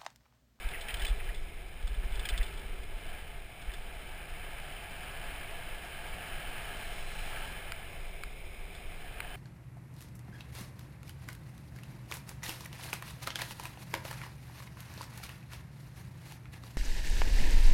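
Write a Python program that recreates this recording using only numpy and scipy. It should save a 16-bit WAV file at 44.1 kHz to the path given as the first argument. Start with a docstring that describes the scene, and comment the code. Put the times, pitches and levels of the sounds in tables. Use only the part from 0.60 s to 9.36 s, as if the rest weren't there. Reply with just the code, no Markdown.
"""A small gravity cart coasts down a mountain road, heard through a camera riding on it.
From the start, asphalt grain makes the tyres roar and hum, the frame drones and wind buffets the camera.
For about three seconds, bumps and a run of ripples thump the chassis: metal clanks, light parts chatter
and the shell creaks. The low sounds grow with speed; near 6.5 s dust patters on the underside, and then
three bits of grit tick against it. Throughout, the camera's sample-and-hold adds a glassy fizz."""
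import sys
import numpy as np
from scipy import signal
from scipy.fft import rfft, irfft, next_fast_len
from scipy.io import wavfile
from scipy.ndimage import map_coordinates

SR = 44100
rng = np.random.default_rng(int(sys.argv[2]) if len(sys.argv) > 2 else 0)


def master_out(mix):
    """Clip the mix to full scale and print it as 16-bit PCM to the path in sys.argv[1]."""
    frames = np.transpose(np.atleast_2d(mix))
    ceiling = np.clip(frames, -1, 1)
    pcm = np.round(ceiling * 32767).astype(np.int16)
    wavfile.write(sys.argv[1], SR, pcm)


N = 386316


def tyres(road_db, from_middle_s):
    """Roughness excitation: stones drive the tread and the hollow tyre under a fluttering load."""
    # tread roar: frequency_hz, level_db
    roar_spectrum = [(250, -17.5), (560, -4.5), (850, -2.5), (980, -7.5), (1300, -1.5), (1460, -1),
                     (1630, 2), (1950, -5.5), (2600, -0.5), (2880, -1.5), (3300, -9), (4100, -17),
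                     (4500, -13), (5600, -24)]
    # frame resonances that colour the roar: centre_hz, width_hz, lift_db
    frame_peaks = [(866, 43, 7), (1705, 170, 4.5), (2310, 180, 3), (3047, 165, 9.5), (4000, 64, -6)]
    # resonance of the hollow tyre: pitch_hz, width_hz, level_db
    tyre_modes = [(700.4, 68, 0)]
    load_db = 0.7 * drift(rate_hz=55)
    roar = colour(impacts(per_s=9000, spread_db=4), roar_spectrum, frame_peaks)
    hum = rms_one(resonate(impacts(per_s=5000, spread_db=2), tyre_modes))
    roar_db = -50.5 + 1.34 * road_db + load_db
    hum_db = -57 + 0.83 * road_db + 0.33 * from_middle_s
    return roar * from_db(roar_db) + hum * from_db(hum_db)


def frame_drone(air_db, from_middle_s, shake):
    """Forced vibration: the frame drones in a low band, louder with air stream, speed and shaking."""
    # response of the frame: frequency_hz, level_db
    drone_spectrum = [(200, -28), (310, -6.5), (385, 4.5), (440, 0.5), (520, -3.5), (700, -13.5)]
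    drone_db = -64.5 + 0.74 * air_db + 0.7 * from_middle_s + 9.5 * shake
    return noise(drone_spectrum, drone_db)


def wind(air_db, from_middle_s, shake):
    """Turbulence: air hisses round the camera, and eddies press on it harder with speed and shaking."""
    # hiss of the flow: frequency_hz, level_db
    rush_spectrum = [(250, -11.5), (560, -3.5), (850, -7.5), (1050, -9), (1900, -12), (2120, 2),
                     (2420, 1.5), (2800, -9), (3500, -6.5), (3950, -10.5), (4400, -23.5), (5100, -12),
                     (5700, -16.5)]
    # eddy pressure: frequency_hz, level_db
    buffet_spectrum = [(10, -1.5), (20, 3.5), (30, -2.5), (45, -7.5), (60, -11.5), (80, -18.5),
                       (120, -35.5), (300, -40.5)]
    rush_db = -53 + 0.66 * air_db
    buffet_db = -43 + 0.15 * air_db + 0.5 * from_middle_s + 6 * shake
    return noise(rush_spectrum, rush_db) + noise(buffet_spectrum, buffet_db)


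def road_jolts():
    """Impulsive forcing: each bump, and each of six evenly spaced ripples, kicks the wheels once."""
    # single bumps: start_s, level_db
    bumps = [(0.043, -26), (.328, -30), (0.415, -24), (0.499, -19.5), (.677, -31.5), (1.717, -21.5),
             (1.79, -19.5), (2.04, -36), (3.074, -29)]
    first_s, gap_s, first_db, loss_db = 1.232, 0.069, -24, 0.26
    ripples = [(first_s + k * gap_s, first_db - k * loss_db) for k in range(6)]
    jolts = np.zeros(N)
    for start_s, level_db in bumps + ripples:
        jolts[round(start_s * SR)] = from_db(level_db)
    return jolts


def shaking(jolts, settle_s=0.33, knee_db=-26.5):
    """Leaky integration: jolts pile up and die away, giving a shaking that saturates from 0 towards 1."""
    piled_up = signal.lfilter([1], [1, -np.exp(-1 / (settle_s * SR))], jolts)
    return np.tanh(piled_up / from_db(knee_db))


def chassis(road_db, from_middle_s, shake, jolts, low_hz=21.8, high_hz=46):
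    """Damped response: the chassis rumbles on the asphalt, and each jolt heaves it through one swing."""
    # chassis rumble: frequency_hz, level_db
    rumble_spectrum = [(40, -34), (70, 1.5), (110, -1), (155, -0.5), (200, -6.5), (280, -11.5), (500, -16)]
    rumble_db = -56 + 0.43 * road_db + 0.58 * from_middle_s + 3 * shake
    kick = signal.unit_impulse(SR // 4)
    cushioned = signal.sosfilt(signal.butter(5, high_hz, fs=SR, output="sos"), kick)
    swing = signal.sosfilt(signal.butter(2, low_hz, "high", fs=SR, output="sos"), cushioned)
    thumps = signal.fftconvolve(jolts, swing / np.abs(swing).max())[:N]
    return noise(rumble_spectrum, rumble_db) + thumps


def metal_clanks():
    """Modal ringing: loose metal knocks and sounds at its natural frequencies."""
    # knocks: start_s, level_db, decay_s
    knocks = [(.2845, -34, .0053), (.2992, -37, 0.0037), (.3062, -30, .0063), (.3411, -26.5, 0.0039),
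              (.3454, -28.5, .0037), (.4175, -31, 0.015), (.4492, -27.5, 0.0017), (.4523, -23.5, .0033),
              (1.6533, -27.5, .0094), (1.6888, -24.5, 0.0031)]
    # resonances of the metal: pitch_hz, width_hz, level_db
    metal_modes = [(1610, 100, -8), (2300, 400, -8), (2640, 130, -5), (3105, 100, 2.5), (4000, 300, -12),
                   (5000, 600, -16)]
    return rattle(knocks, metal_modes, contacts_per_s=3200, first_blow=1.3)


def light_chatter(road_db, shake):
    """Contact and rebound: light parts strike, fall back once, and tick at random while the cart shakes."""
    # strikes: start_s, level_db, decay_s
    strikes = [(0.2114, -34, 0.0057), (.3676, -39, 0.0083), (0.3964, -35, 0.0092), (0.4663, -32, 0.0027),
               (0.4777, -31.5, 0.015), (0.7436, -39, 0.021), (1.2725, -36.5, 0.0063), (1.556, -35, 0.0033),
               (1.5936, -32.5, .007), (1.698, -30, 0.005), (1.7777, -27, .004), (1.8297, -33.5, .004),
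               (1.8644, -38, .006), (2.2323, -43, .004), (3.0178, -41, 0.0059), (3.1168, -43, 0.0041),
               (3.137, -35.5, 0.0085), (8.15, -39.5, 0.0065)]
    # resonances of the light parts: pitch_hz, width_hz, level_db
    part_modes = [(1580, 800, -9.5), (2610, 1100, -8), (3504, 190, 1), (4084, 89, -5), (4300, 2000, -12.5)]
    rebound_s, loss_db = 0.0068, 8.5
    rebounds = [(s + rebound_s, db - loss_db, decay_s) for s, db, decay_s in strikes]
    ticks_per_s, tick_decay_s = 18 * shake ** 2, 0.0046
    tick_samples = np.flatnonzero(rng.random(N) < ticks_per_s / SR)
    tick_db = -43.5 + road_db + 2.5 * rng.standard_normal(N)
    ticks = [(i / SR, tick_db[i], tick_decay_s) for i in tick_samples]
    hits = strikes + rebounds + ticks
    return from_db(1) * rattle(hits, part_modes, contacts_per_s=2100, first_blow=0.73)


def shell_creaks():
    """Flexural vibration: the body shell bends, and flurries of tiny contacts ring its modes."""
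    # creaks: start_s, level_db, decay_s
    creaks = [(.135, -33, .025), (.287, -31.5, .02), (.408, -35, 0.0069), (.6, -37.5, 0.0099),
              (.69, -40.5, .015), (1.735, -35, 0.011), (1.812, -30.5, .007), (3.095, -38.5, 0.013)]
    # resonances of the shell: pitch_hz, width_hz, level_db
    shell_modes = [(1560, 360, 2.5), (1940, 320, 9), (2600, 260, 6.5), (3130, 220, -5)]
    return from_db(0.5) * rattle(creaks, shell_modes, contacts_per_s=3500, first_blow=0.4)


def grit_ticks():
    """Impact excitation: a bit of grit strikes the chassis and rings it briefly."""
    # strikes: start_s, level_db, decay_s, tilt_db_per_octave
    strikes = [(7.1205, -22.5, .0016, 1.5), (7.6355, -26.5, .0022, 0), (8.6037, -22, .0018, .5)]
    # resonances of the chassis: pitch_hz, width_hz, level_db
    chassis_modes = [(850, 150, -10), (1550, 380, -2.5), (2120, 220, 0), (2400, 280, 1), (3200, 300, -10),
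                     (3750, 200, -8), (4800, 700, -13)]
    return from_db(-0.7) * rattle(strikes, chassis_modes, contacts_per_s=5000, first_blow=2.3)


def dust(road_db):
    """Shot noise: grains patter on the underside and merge towards a hiss on one dusty stretch."""
    # resonances of the underside: pitch_hz, width_hz, level_db
    underside_modes = [(3300, 370, 0.5), (4080, 220, 0.5), (5600, 1000, -3.5)]
    middle_s, half_length_s, lift_db = 6.45, 0.42, 8.8
    thrown_db = road_db + lift_db * np.exp(-((np.arange(N) / SR - middle_s) / half_length_s) ** 2)
    grains_per_s = 450 * from_db(1.6 * thrown_db)
    grains = impacts(grains_per_s, spread_db=1.5) / np.sqrt(grains_per_s)  # equal power at any rate
    return from_db(-64 + 0.97 * thrown_db) * rms_one(resonate(grains, underside_modes))


def camera_case(x):
    """Resonance and antiresonance: the closed case lifts some narrow bands and swallows others."""
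    # peaks and dips of the case: centre_hz, width_hz, lift_db
    case_bands = [(1314, 97, 2.5), (1397, 170, -2), (1920, 160, 0.5), (1980, 72, 2), (2936, 150, -2.5),
                  (3290, 110, -2.5), (3815, 150, -5.5), (3920, 170, 3), (4440, 160, -7), (4460, 68, 1)]
    for centre_hz, width_hz, lift_db in case_bands:
        x = x + (from_db(lift_db) - 1) * resonate(x, [(centre_hz, width_hz, 0)])
    return x


def rattle(hits, modes, contacts_per_s, first_blow):
    """Repeated contact: a blow and a dying flurry ring a part; an optional tilt brightens the hit."""
    out, t = np.zeros(N + SR), np.arange(SR // 10) / SR
    for start_s, level_db, decay_s, *tilt in hits:
        touching = rng.random(len(t)) < contacts_per_s / SR
        contacts = touching * rng.standard_normal(len(t)) * np.exp(-t / decay_s)
        contacts[0] = first_blow
        tilted_modes = [(hz, width_hz, db + sum(tilt) * np.log2(hz)) for hz, width_hz, db in modes]
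        ring = resonate(contacts, tilted_modes)
        start = round(start_s * SR)
        out[start:start + len(t)] += from_db(level_db) * ring / np.abs(ring).max()
    return out[:N]


def impacts(per_s, spread_db):
    """Poisson process: independent clicks of random sign and uneven size."""
    struck = rng.random(N) < per_s / SR
    return struck * rng.choice([-1, 1], N) * from_db(spread_db * rng.standard_normal(N))


def resonate(x, modes):
    """Modal superposition: damped resonators in parallel, summed with alternating sign."""
    out = 0
    for k, (pitch_hz, width_hz, level_db) in enumerate(modes):
        radius = np.exp(-np.pi * width_hz / SR)
        poles = [1, -2 * radius * np.cos(2 * np.pi * pitch_hz / SR), radius ** 2]
        ring = (1 - radius ** 2) / 2 * signal.lfilter([1, 0, -1], poles, x)
        out = out + (-1) ** k * from_db(level_db) * ring
    return out


def colour(x, spectrum, peaks=()):
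    """Spectral shaping: a broad curve with resonance peaks on top filters x; the result has unit power."""
    size = next_fast_len(N)
    hz = np.maximum(np.fft.rfftfreq(size, 1 / SR), 1)
    points_hz, levels_db = np.transpose(spectrum)
    octaves_outside = np.abs(np.log2(hz / np.clip(hz, points_hz[0], points_hz[-1])))
    gain_db = np.interp(np.log(hz), np.log(points_hz), levels_db) - 24 * octaves_outside
    for centre_hz, width_hz, lift_db in peaks:
        gain_db += lift_db / (1 + (2 * (hz - centre_hz) / width_hz) ** 2)
    return rms_one(irfft(rfft(x, size) * from_db(gain_db), size)[:N])


def noise(spectrum, level_db):
    """Amplitude modulation: coloured Gaussian noise follows a level curve."""
    return colour(rng.standard_normal(N), spectrum) * from_db(level_db)


def drift(rate_hz):
    """Random fluctuation of unit power, gliding to a new value rate_hz times a second."""
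    knots = rng.standard_normal(4000)
    return rms_one(map_coordinates(knots, [np.arange(N) / SR * rate_hz], order=1, mode="wrap"))


def in_time(curve):
    """Linear interpolation of a curve at every sample."""
    return np.interp(np.arange(N) / SR, *np.transpose(curve))


def from_db(db):
    """Decibels to amplitude ratio."""
    return 10 ** (np.asarray(db) / 20)


def rms_one(x):
    """Normalisation to unit power."""
    return x / np.sqrt(np.mean(x ** 2) + 1e-20)


def scene():
    """Superposition: all sources add on board, in open air, and pass through the camera case."""
    # coarseness of the asphalt: time_s, level_db
    coarseness = [(0.0, -57.5), (0.49, -55), (0.56, -60.5), (0.7, -57.5), (0.75, -64), (1.17, -63),
                  (1.71, -55.5), (2.24, -62.5), (2.56, -57.5), (2.85, -63), (3.12, -60), (4.71, -55),
                  (5.05, -56.5), (5.98, -54), (6.46, -57), (6.78, -53), (7.83, -67.5), (8.76, -56.5)]
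    # strength of the air stream: time_s, level_db
    air_stream = [(0.0, -49.5), (1.22, -59.5), (1.61, -55), (2.83, -58.5), (4.61, -53), (6.71, -52),
                  (8.12, -55.5), (8.76, -57)]
    usual_road_db, usual_air_db = -58.5, -55.5
    road_db = in_time(coarseness) - usual_road_db
    air_db = in_time(air_stream) - usual_air_db
    from_middle_s = np.arange(N) / SR - 4.56  # the cart gathers speed, so low sounds grow with this
    jolts = road_jolts()
    shake = shaking(jolts)
    rolling = tyres(road_db, from_middle_s) + frame_drone(air_db, from_middle_s, shake)
    underside = dust(road_db) + chassis(road_db, from_middle_s, shake, jolts)
    air = wind(air_db, from_middle_s, shake)
    rattles = metal_clanks() + shell_creaks() + grit_ticks() + light_chatter(road_db, shake)
    return camera_case(rolling + underside + air + rattles)[None]


def record(dry):
    """Spectral imaging: holding each slow sample mirrors the sound into the treble; the top is then cut."""
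    camera_rate_hz, hold_steps, anti_alias_hz, cutoff_hz = 12000, 4, 5680, 15400
    smooth = signal.fftconvolve(dry, signal.firwin(81, anti_alias_hz, fs=SR)[None], "same")
    coarse = signal.resample_poly(smooth, camera_rate_hz, SR, axis=1)
    held = np.repeat(coarse, hold_steps, axis=1)
    fizzy = signal.resample_poly(held, SR, hold_steps * camera_rate_hz, axis=1)[:, :N]
    return signal.fftconvolve(fizzy, signal.firwin(401, cutoff_hz, fs=SR)[None], "same")


dry = scene()
out = record(dry)
master_out(out)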